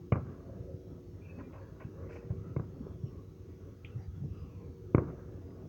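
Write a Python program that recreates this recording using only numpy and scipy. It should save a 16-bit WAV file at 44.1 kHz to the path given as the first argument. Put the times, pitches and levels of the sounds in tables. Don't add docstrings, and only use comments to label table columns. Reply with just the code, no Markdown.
import sys
import numpy as np
from scipy import signal
from scipy.fft import rfft, irfft, next_fast_len
from scipy.io import wavfile
from scipy.ndimage import uniform_filter1d

SR = 44100
rng = np.random.default_rng(int(sys.argv[2]) if len(sys.argv) > 2 else 0)


def materialize(psi):
    bounded = np.clip(np.atleast_2d(psi).T, -1, 1)
    quanta = np.round(bounded * 32767).astype(np.int16)
    wavfile.write(sys.argv[1], SR, quanta)


N = 250664

# start_s, level_db, extra_path_km, wall_db, wall_treble_db, echo_db, boom_echo_db,
# snap_echo_db, boom_db, boom_hz, boom_width_hz, top_hz
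BANG_FRONTS = [(0.1203, -20.5, 0.11, -15, 1, 0.5, 2, -2.5, 1, 113, 60, 3000),
               (0.122, -16, 0.0086, -8.5, 6, 4.5, 3, 1.5, -2.5, 111, 34, 2750),
               (2.5621, -32, 0.22, 3, -4, -1, -1, -3, 4.5, 132, 55, 2720),
               (2.5639, -23.5, 0.45, -6.5, -8, -2, 2.5, 10, 1, 130, 55, 2600),
               (4.9467, -11, 0.19, -3, 7.5, -3, -5.5, -6, -1.5, 111, 71, 2600)]
# pitch_hz, width_hz, wall_db, echo_db, echo_t60_s, far_echo_db
BURST_PARTS = [(113.5, 56, -0.5, -23, 0.49, -32), (312, 188, -4, -24, 0.11, -36),
               (540, 260, 3.5, -7, 0.21, -20), (1152, 314, 1, -26.5, 0.16, -33.5),
               (2154, 237, -14, -27, 0.089, -49.5), (2820, 250, -15, -23, 0.053, -41)]
PART_LEVELS_DB = [-2, 2, -27.5, -8.5, -12.5, -23]
AIR_LOSS_DB_PER_KM = [0, 2.1, 5, 10.1, 16., 20]
FRONT_SIGNS = [1, -1, 1, 1, 1, 1]
# centre_hz, width_hz
GROUND_NOTCHES = [(840, 45), (1760, 110)]
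WALL_DELAY_S, PUSH_DELAY_S = 0.0335, 0.0011
FAR_T60_S, ECHO_RISE_S, SMEAR_RISE_S = 1.11, 0.0019, 0.011
BLUR_S_PER_KM = 0.0004

# start_s, level_db, treble_fall_db_per_octave, t60_s
DULL_POPS = [(1.387, -44.5, 10, 0.11), (1.526, -50.5, 8.5, 0.29), (1.799, -52, 6.5, 0.23),
             (1.978, -53, 18, 0.061), (2.0917, -47, 8.5, 0.094), (2.117, -70.5, -3.5, 0.19),
             (2.153, -51.5, 8, 0.18), (2.219, -59, 10.5, 0.33), (2.302, -46.5, 16, 0.07),
             (2.809, -56, 24, 0.062), (2.868, -54, 19, 0.087), (5.117, -60, 15, 0.25)]
# centre_hz, width_hz, level_db
POP_BANDS = [(564, 190, -2), (780, 330, -7.5), (1047, 310, .5), (1360, 310, -4), (1538, 390, .5),
             (1884, 190, -2), (2300, 670, 2.5), (2600, 200, -3.5), (2880, 490, -9)]
POP_TAIL_DB, POP_TAIL_T60_S, POP_TOP_HZ, POP_GRAIN_DB = -28, 0.46, 3200, 3.5

# start_s, level_db, pitch_hz, rise_s, rumble_db
SOFT_THUMPS = [(0.601, -36, 112, 0.0078, -14.5), (0.742, -35, 125, 0.0034, -24),
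               (1.377, -48, 99, 0.013, -5), (1.377, -39, 241, 0.0036, -7), (1.848, -31, 119, 0.003, -14),
               (2.244, -36.5, 130, 0.003, -15), (2.302, -23.5, 103, 0.005, -14.5),
               (2.579, -36.5, 125, 0.0051, -11), (2.8063, -31.5, 231, 0.003, -12.5),
               (2.8677, -36.5, 403, 0.0011, -9.5), (3.034, -27.5, 121, 0.0055, -14.5),
               (3.953, -32.5, 119, 0.0093, -16.5), (4.074, -32.5, 72, 0.0078, -24),
               (4.219, -31.5, 140, 0.0082, -10), (4.2411, -40, 142, 0.0093, -16),
               (4.26, -37.5, 146, 0.0057, -13), (4.307, -31.5, 92, 0.0052, -17),
               (4.413, -40.5, 102, 0.0079, -6), (4.9715, -33, 325, 0.0038, -6.5),
               (4.9885, -26, 490, 0.0021, -13), (4.998, -32.5, 370, 0.0031, -12),
               (5.071, -36.5, 152.6, 0.013, -7.5), (5.637, -39.5, 173, 0.0025, -1.5)]
# centre_hz, width_hz, level_db
RUMBLE_BANDS = [(127, 120, -1.5), (300, 246, -6)]
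RUMBLE_DELAY_S, RUMBLE_T60_S = 0.0082, 0.25

# start_s, level_db, bass_db
TICKS = [(3.8472, -38, -39)]
# low_hz, high_hz
TICK_EDGES_HZ = (1950, 3300)
TICK_HZ, TICK_WIDTH_HZ, TICK_BASS_LEAD_S = 2390, 510, 0.004
TICK_TAIL_DB, TICK_T60_S = -19, 0.2

# start_s, length_s, first_hz, last_hz, width_hz, level_db
WHISTLES = [(1.204, 0.13, 2410, 2550, 200, -66.5), (1.234, 0.075, 2660, 2700, 90, -70),
            (1.252, 0.086, 2370, 2380, 50, -71), (1.282, 0.051, 2590, 2590, 25, -68),
            (1.309, 0.165, 2540, 2590, 50, -74), (1.404, 0.1, 2410, 2380, 50, -73),
            (1.249, 0.14, 1610, 1620, 500, -71), (2.081, 0.13, 5500, 5500, 2500, -72.5),
            (1.905, 0.074, 2660, 2700, 80, -79), (1.954, 0.14, 1220, 1210, 300, -67.5),
            (2.795, 0.16, 1060, 1063, 348, -63.5), (3.049, 0.066, 2820, 2820, 450, -74),
            (3.881, 0.12, 2710, 2650, 120, -74.5), (3.955, 0.11, 5700, 5700, 350, -78),
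            (3.972, 0.11, 1895, 1850, 600, -69.5), (3.966, 0.1, 780, 780, 120, -68),
            (4.0, 0.09, 4800, 4800, 350, -77.5), (4.296, 0.25, 1290, 1078, 220, -67),
            (4.259, 0.43, 2810, 2440, 420, -73.5), (4.306, 0.19, 4900, 4930, 350, -78.5),
            (4.44, 0.064, 780, 780, 80, -71), (4.531, 0.17, 990, 1067, 90, -68.5)]
WHISTLE_WIDTH_HZ = 51
SWELL_SKEW = 0.89

# time_s, rumble_db, thud_db, knock_db, wash_db
AFAR_SWELL = [(0.0, -42.5, -52.5, -62.5, -64.5), (0.16, -53, -58, -72, -79.5), (0.32, -51.5, -50, -62, -66),
              (0.6, -43, -56.5, -56, -69.5), (0.81, -48.5, -55.5, -61, -74.5),
              (1.07, -47, -55.5, -64, -72.5), (1.45, -50, -56, -66, -68), (1.88, -49.5, -58, -65, -69.5),
              (2.23, -46, -58, -67.5, -69), (2.83, -44.5, -52, -64, -71), (3.4, -50, -61.5, -74, -73),
              (3.75, -50.5, -58, -71.5, -72.5), (4.19, -45, -60.5, -73.5, -71.5),
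              (4.54, -48, -59, -74, -73), (4.65, -46.5, -57.5, -79.5, -73), (4.899, -47.5, -55, -65, -72.5),
              (5.129, -45, -53.5, -57.5, -67.5), (5.68, -51, -56.5, -65, -73.5)]
# centre_hz, width_hz, level_db
AFAR_BANDS = ([(58.3, 32, -5.5), (92, 39.7, 1), (154.5, 88, -3.5)], [(264, 160, 2.5), (404.4, 158, 0)],
              [(535.5, 83, 2), (652.5, 112, -2.5)], [(800, 190, -1.5), (964, 170, -1), (1124, 160, 0),
              (1290, 160, -1.5), (1448, 140, -6), (1648, 250, -5.5), (1963, 360, -9), (2254, 350, -13),
              (2710, 510, -12.5)])
# rumble_db, thud_db, knock_db, wash_db
THROB_DB = [1.2, 2, 2.8, 2.27]
# rumble_db, thud_db, knock_db, wash_db
FLICKER_DB = [0.5, 2.53, 3, 3.2]

# pitch_hz, level_db relative to load
MACHINE_LINES = [(285, -7), (307, -4.5), (355, -0.5), (377, 0.5), (473, -1.5)]
# time_s, level_db
MACHINE_LOAD = [(0, -63), (0.5, -61), (0.9, -60), (1.35, -68.5), (1.6, -68.5), (2.4, -61), (3.2, -66),
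                (3.5, -66), (4.1, -67), (4.25, -70.5), (4.5, -62.5), (5.68, -62.5)]
# pitch_hz, level_db
WHINE_LINES = [(6449, -90), (12898, -104)]
# freq_hz, relative_db_per_hz
HISS_COLOUR = [(1500, 4), (3000, 3.5), (4500, 2.5), (6200, 4), (8000, -7.5), (13800, -7.5), (15200, 3.5),
               (17500, 0.5)]
# centre_hz, width_hz, flicker_db
HISS_PATCHES = [(3330, 470, 3), (3900, 330, 3.5), (4440, 400, 3.5), (4980, 400, 4), (5500, 350, 4),
                (5900, 380, 3.5), (15500, 3000, 0.5)]
HISS_DB, TOP_HZ = -75, 17050


def undb(db):
    return 10 ** (np.asarray(db) / 20)


def unit(x):
    return x / np.sqrt(np.mean(x ** 2))


def lowpass(x, order, cut_hz):
    return signal.sosfilt(signal.butter(order, cut_hz, fs=SR, output="sos"), x)


def band(x, hz, width_hz):
    b, a = signal.iirpeak(hz, hz / width_hz, fs=SR)
    return signal.lfilter(b, a, signal.lfilter(b, a, x))


def double_band(x, hz, width_hz):
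    return band(band(x, hz, width_hz), hz, 2 * width_hz)


def clicks(start_s, db):
    out = np.zeros(N)
    at = np.minimum(np.asarray(start_s) * SR, N - 1).astype(int)
    np.add.at(out, at, undb(db))
    return out


def fade(x, t60_s):
    return signal.lfilter([1], [1, -np.exp(-np.log(1000) / (t60_s * SR))], x)


def late(x, rise_s):
    k = max(int(rise_s * SR), 1)
    return signal.lfilter(np.ones(k) / k, [1], x)


def walk(rate_hz):
    k = int(SR / rate_hz)
    held = np.repeat(rng.standard_normal(N // k + 1), k)
    slewed = uniform_filter1d(uniform_filter1d(held, k), k)
    return unit(slewed[:N])


def ring(x, hz, width_hz, rise_cycles=0.2):
    t = np.arange(SR // 10) / SR
    onset = (1 - np.exp(-t * hz / rise_cycles)) ** 2
    shape = onset * np.exp(-np.pi * width_hz * t) * np.sin(2 * np.pi * hz * t)
    return signal.oaconvolve(x, shape / np.abs(shape).max())[:N]


def echoes(envelope, hz, width_hz, grain_db=3):
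    grain = grain_db * walk(150) + grain_db / 2 * walk(45)
    noise = rng.standard_normal(N) * undb(grain)
    return double_band(envelope * noise, hz, width_hz) / double_band(noise, hz, width_hz).std()


def bang(start_s, level_db, path_km, wall_db, wall_treble_db, echo_db, boom_echo_db, snap_echo_db,
         boom_db, boom_hz, boom_width_hz, top_hz):
    out, blur_s = 0, BLUR_S_PER_KM * path_km
    rows = zip(PART_LEVELS_DB, AIR_LOSS_DB_PER_KM, FRONT_SIGNS, BURST_PARTS)
    for i, (part_db, loss_db, sign, part) in enumerate(rows):
        hz, width_hz, part_wall_db, near_db, t60_s, far_db = part
        is_boom, is_treble = i == 0, i >= 4
        at_s = start_s + (PUSH_DELAY_S if sign > 0 else 0)
        db = level_db + part_db - loss_db * path_km
        front = clicks([at_s], db)
        bounce_db = db + wall_db + part_wall_db + is_treble * wall_treble_db
        both = front + clicks([at_s + WALL_DELAY_S], bounce_db)

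        near_db = near_db + echo_db + is_boom * boom_echo_db + is_treble * snap_echo_db
        scatter = undb(near_db) * fade(both, t60_s) + undb(far_db) * fade(front, FAR_T60_S)

        blurred = late(late(both, blur_s), blur_s)
        if is_boom:
            rung = undb(boom_db) * ring(blurred, boom_hz, boom_width_hz)
        else:
            rung = ring(blurred, hz, width_hz)
        out = out + sign * rung + echoes(late(scatter, ECHO_RISE_S), hz, 2.48 * width_hz)
    return lowpass(out, 12, top_hz)


def bangs():
    out = sum(bang(*row) for row in BANG_FRONTS)
    for hz, width_hz in GROUND_NOTCHES:
        out = signal.lfilter(*signal.iirnotch(hz, hz / width_hz, fs=SR), out)
    return out


def pops():
    out = 0
    for hz, width_hz, band_db in POP_BANDS:
        octaves = np.log2(hz / POP_BANDS[0][0])
        starts, smear = 0, 0
        for start_s, db, fall_db, t60_s in DULL_POPS:
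            start = clicks([start_s - SMEAR_RISE_S / 2], db + band_db - fall_db * octaves)
            starts = starts + start
            smear = smear + fade(start, t60_s)
        smear = smear + undb(POP_TAIL_DB) * fade(starts, POP_TAIL_T60_S)
        out = out + echoes(late(smear, SMEAR_RISE_S), hz, width_hz, POP_GRAIN_DB)
    return lowpass(out, 8, POP_TOP_HZ)


def thumps():
    out, t = np.zeros(N + SR), np.arange(SR // 8) / SR
    for start_s, db, hz, rise_s, _ in SOFT_THUMPS:
        shape = (t / rise_s) * np.exp(1 - t / rise_s)
        at = int(start_s * SR)
        out[at:at + len(t)] += undb(db) * shape * np.sin(2 * np.pi * hz * t)
    start_s, db, _, _, rumble_db = np.transpose(SOFT_THUMPS)
    starts = clicks(start_s + RUMBLE_DELAY_S, db + rumble_db)
    envelope = late(fade(starts, RUMBLE_T60_S), SMEAR_RISE_S)
    rumble = sum(undb(band_db) * echoes(envelope, hz, width_hz, grain_db=2.0)
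                 for hz, width_hz, band_db in RUMBLE_BANDS)
    return out[:N] + rumble


def tick():
    start_s, db, bass_db = TICKS[0]
    narrow = signal.butter(5, TICK_EDGES_HZ, "band", fs=SR, output="sos")
    click = signal.sosfilt(narrow, band(clicks([start_s], 0), TICK_HZ, TICK_WIDTH_HZ))
    noise = signal.sosfilt(narrow, rng.standard_normal(N))
    envelope = late(fade(clicks([start_s], db + TICK_TAIL_DB), TICK_T60_S), ECHO_RISE_S)
    boom_hz, boom_width_hz = BURST_PARTS[0][:2]
    boom = ring(clicks([start_s - TICK_BASS_LEAD_S], bass_db), boom_hz, boom_width_hz)
    return undb(db) * click / np.abs(click).max() - boom + envelope * unit(noise)


def fizz():
    out = np.zeros(N)
    for start_s, length_s, first_hz, last_hz, width_hz, db in WHISTLES:
        part = np.linspace(0, 1, int(length_s * SR))
        real, imag = lowpass(rng.standard_normal((2, SR)), 2, width_hz / 2)[:, -len(part):]
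        rough = (real + 1j * imag) * np.sqrt(SR / width_hz / 2)
        steady = WHISTLE_WIDTH_HZ / width_hz
        pitch_hz = first_hz + (last_hz - first_hz) * part
        carrier = np.exp(2j * np.pi * np.cumsum(pitch_hz) / SR)
        swell = np.sin(np.pi * part ** SWELL_SKEW)
        at = int(start_s * SR)
        out[at:at + len(part)] += undb(db) * swell * ((rough + steady) * carrier).real
    return out


def afar():
    out, throb = 0, walk(15)
    time_s, *levels = np.transpose(AFAR_SWELL)
    for level_db, bands, throb_db, flicker_db in zip(levels, AFAR_BANDS, THROB_DB, FLICKER_DB):
        layer = 0
        for hz, width_hz, band_db in bands:
            noise = unit(double_band(rng.standard_normal(N), hz, width_hz))
            layer = layer + undb(band_db + throb_db * throb + flicker_db * walk(12)) * noise
        swell_db = np.interp(np.arange(N) / SR, time_s, level_db)
        out = out + undb(swell_db) * unit(layer)
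    return out


def tones(lines, waver_db, drift_hz):
    out = 0
    for hz, db in lines:
        phase = 2 * np.pi * np.cumsum(hz + drift_hz * walk(6)) / SR
        out = out + undb(db + waver_db * walk(4.99)) * np.sqrt(2) * np.sin(phase)
    return out


def machine():
    load_db = np.interp(np.arange(N) / SR, *np.transpose(MACHINE_LOAD))
    return undb(load_db) * tones(MACHINE_LINES, waver_db=3.5, drift_hz=2.197)


def whine():
    return tones(WHINE_LINES, waver_db=0.0, drift_hz=3.3)


def hiss():
    hz, db = np.transpose(HISS_COLOUR)
    size = next_fast_len(N)
    bins_hz = np.arange(size // 2 + 1) * SR / size
    colour = undb(np.interp(np.log(bins_hz + 1), np.log(hz), db))
    noise = irfft(rfft(rng.standard_normal(size)) * colour, size)[:N]
    flicker = sum((undb(depth_db * walk(11)) - 1) * band(noise, centre_hz, width_hz)
                  for centre_hz, width_hz, depth_db in HISS_PATCHES)
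    return undb(HISS_DB) * unit(noise + flicker)


def scene():
    fireworks = bangs() + pops() + thumps()
    background = afar() + machine() + whine() + hiss()
    return (fireworks + tick() + fizz() + background)[None]


def record(dry):
    thin = signal.sosfilt(signal.butter(3, 50.0, "high", fs=SR, output="sos"), dry)
    return signal.sosfilt(signal.ellip(10, 0.2, 70, TOP_HZ, fs=SR, output="sos"), thin)


dry = scene()
out = record(dry)
materialize(out)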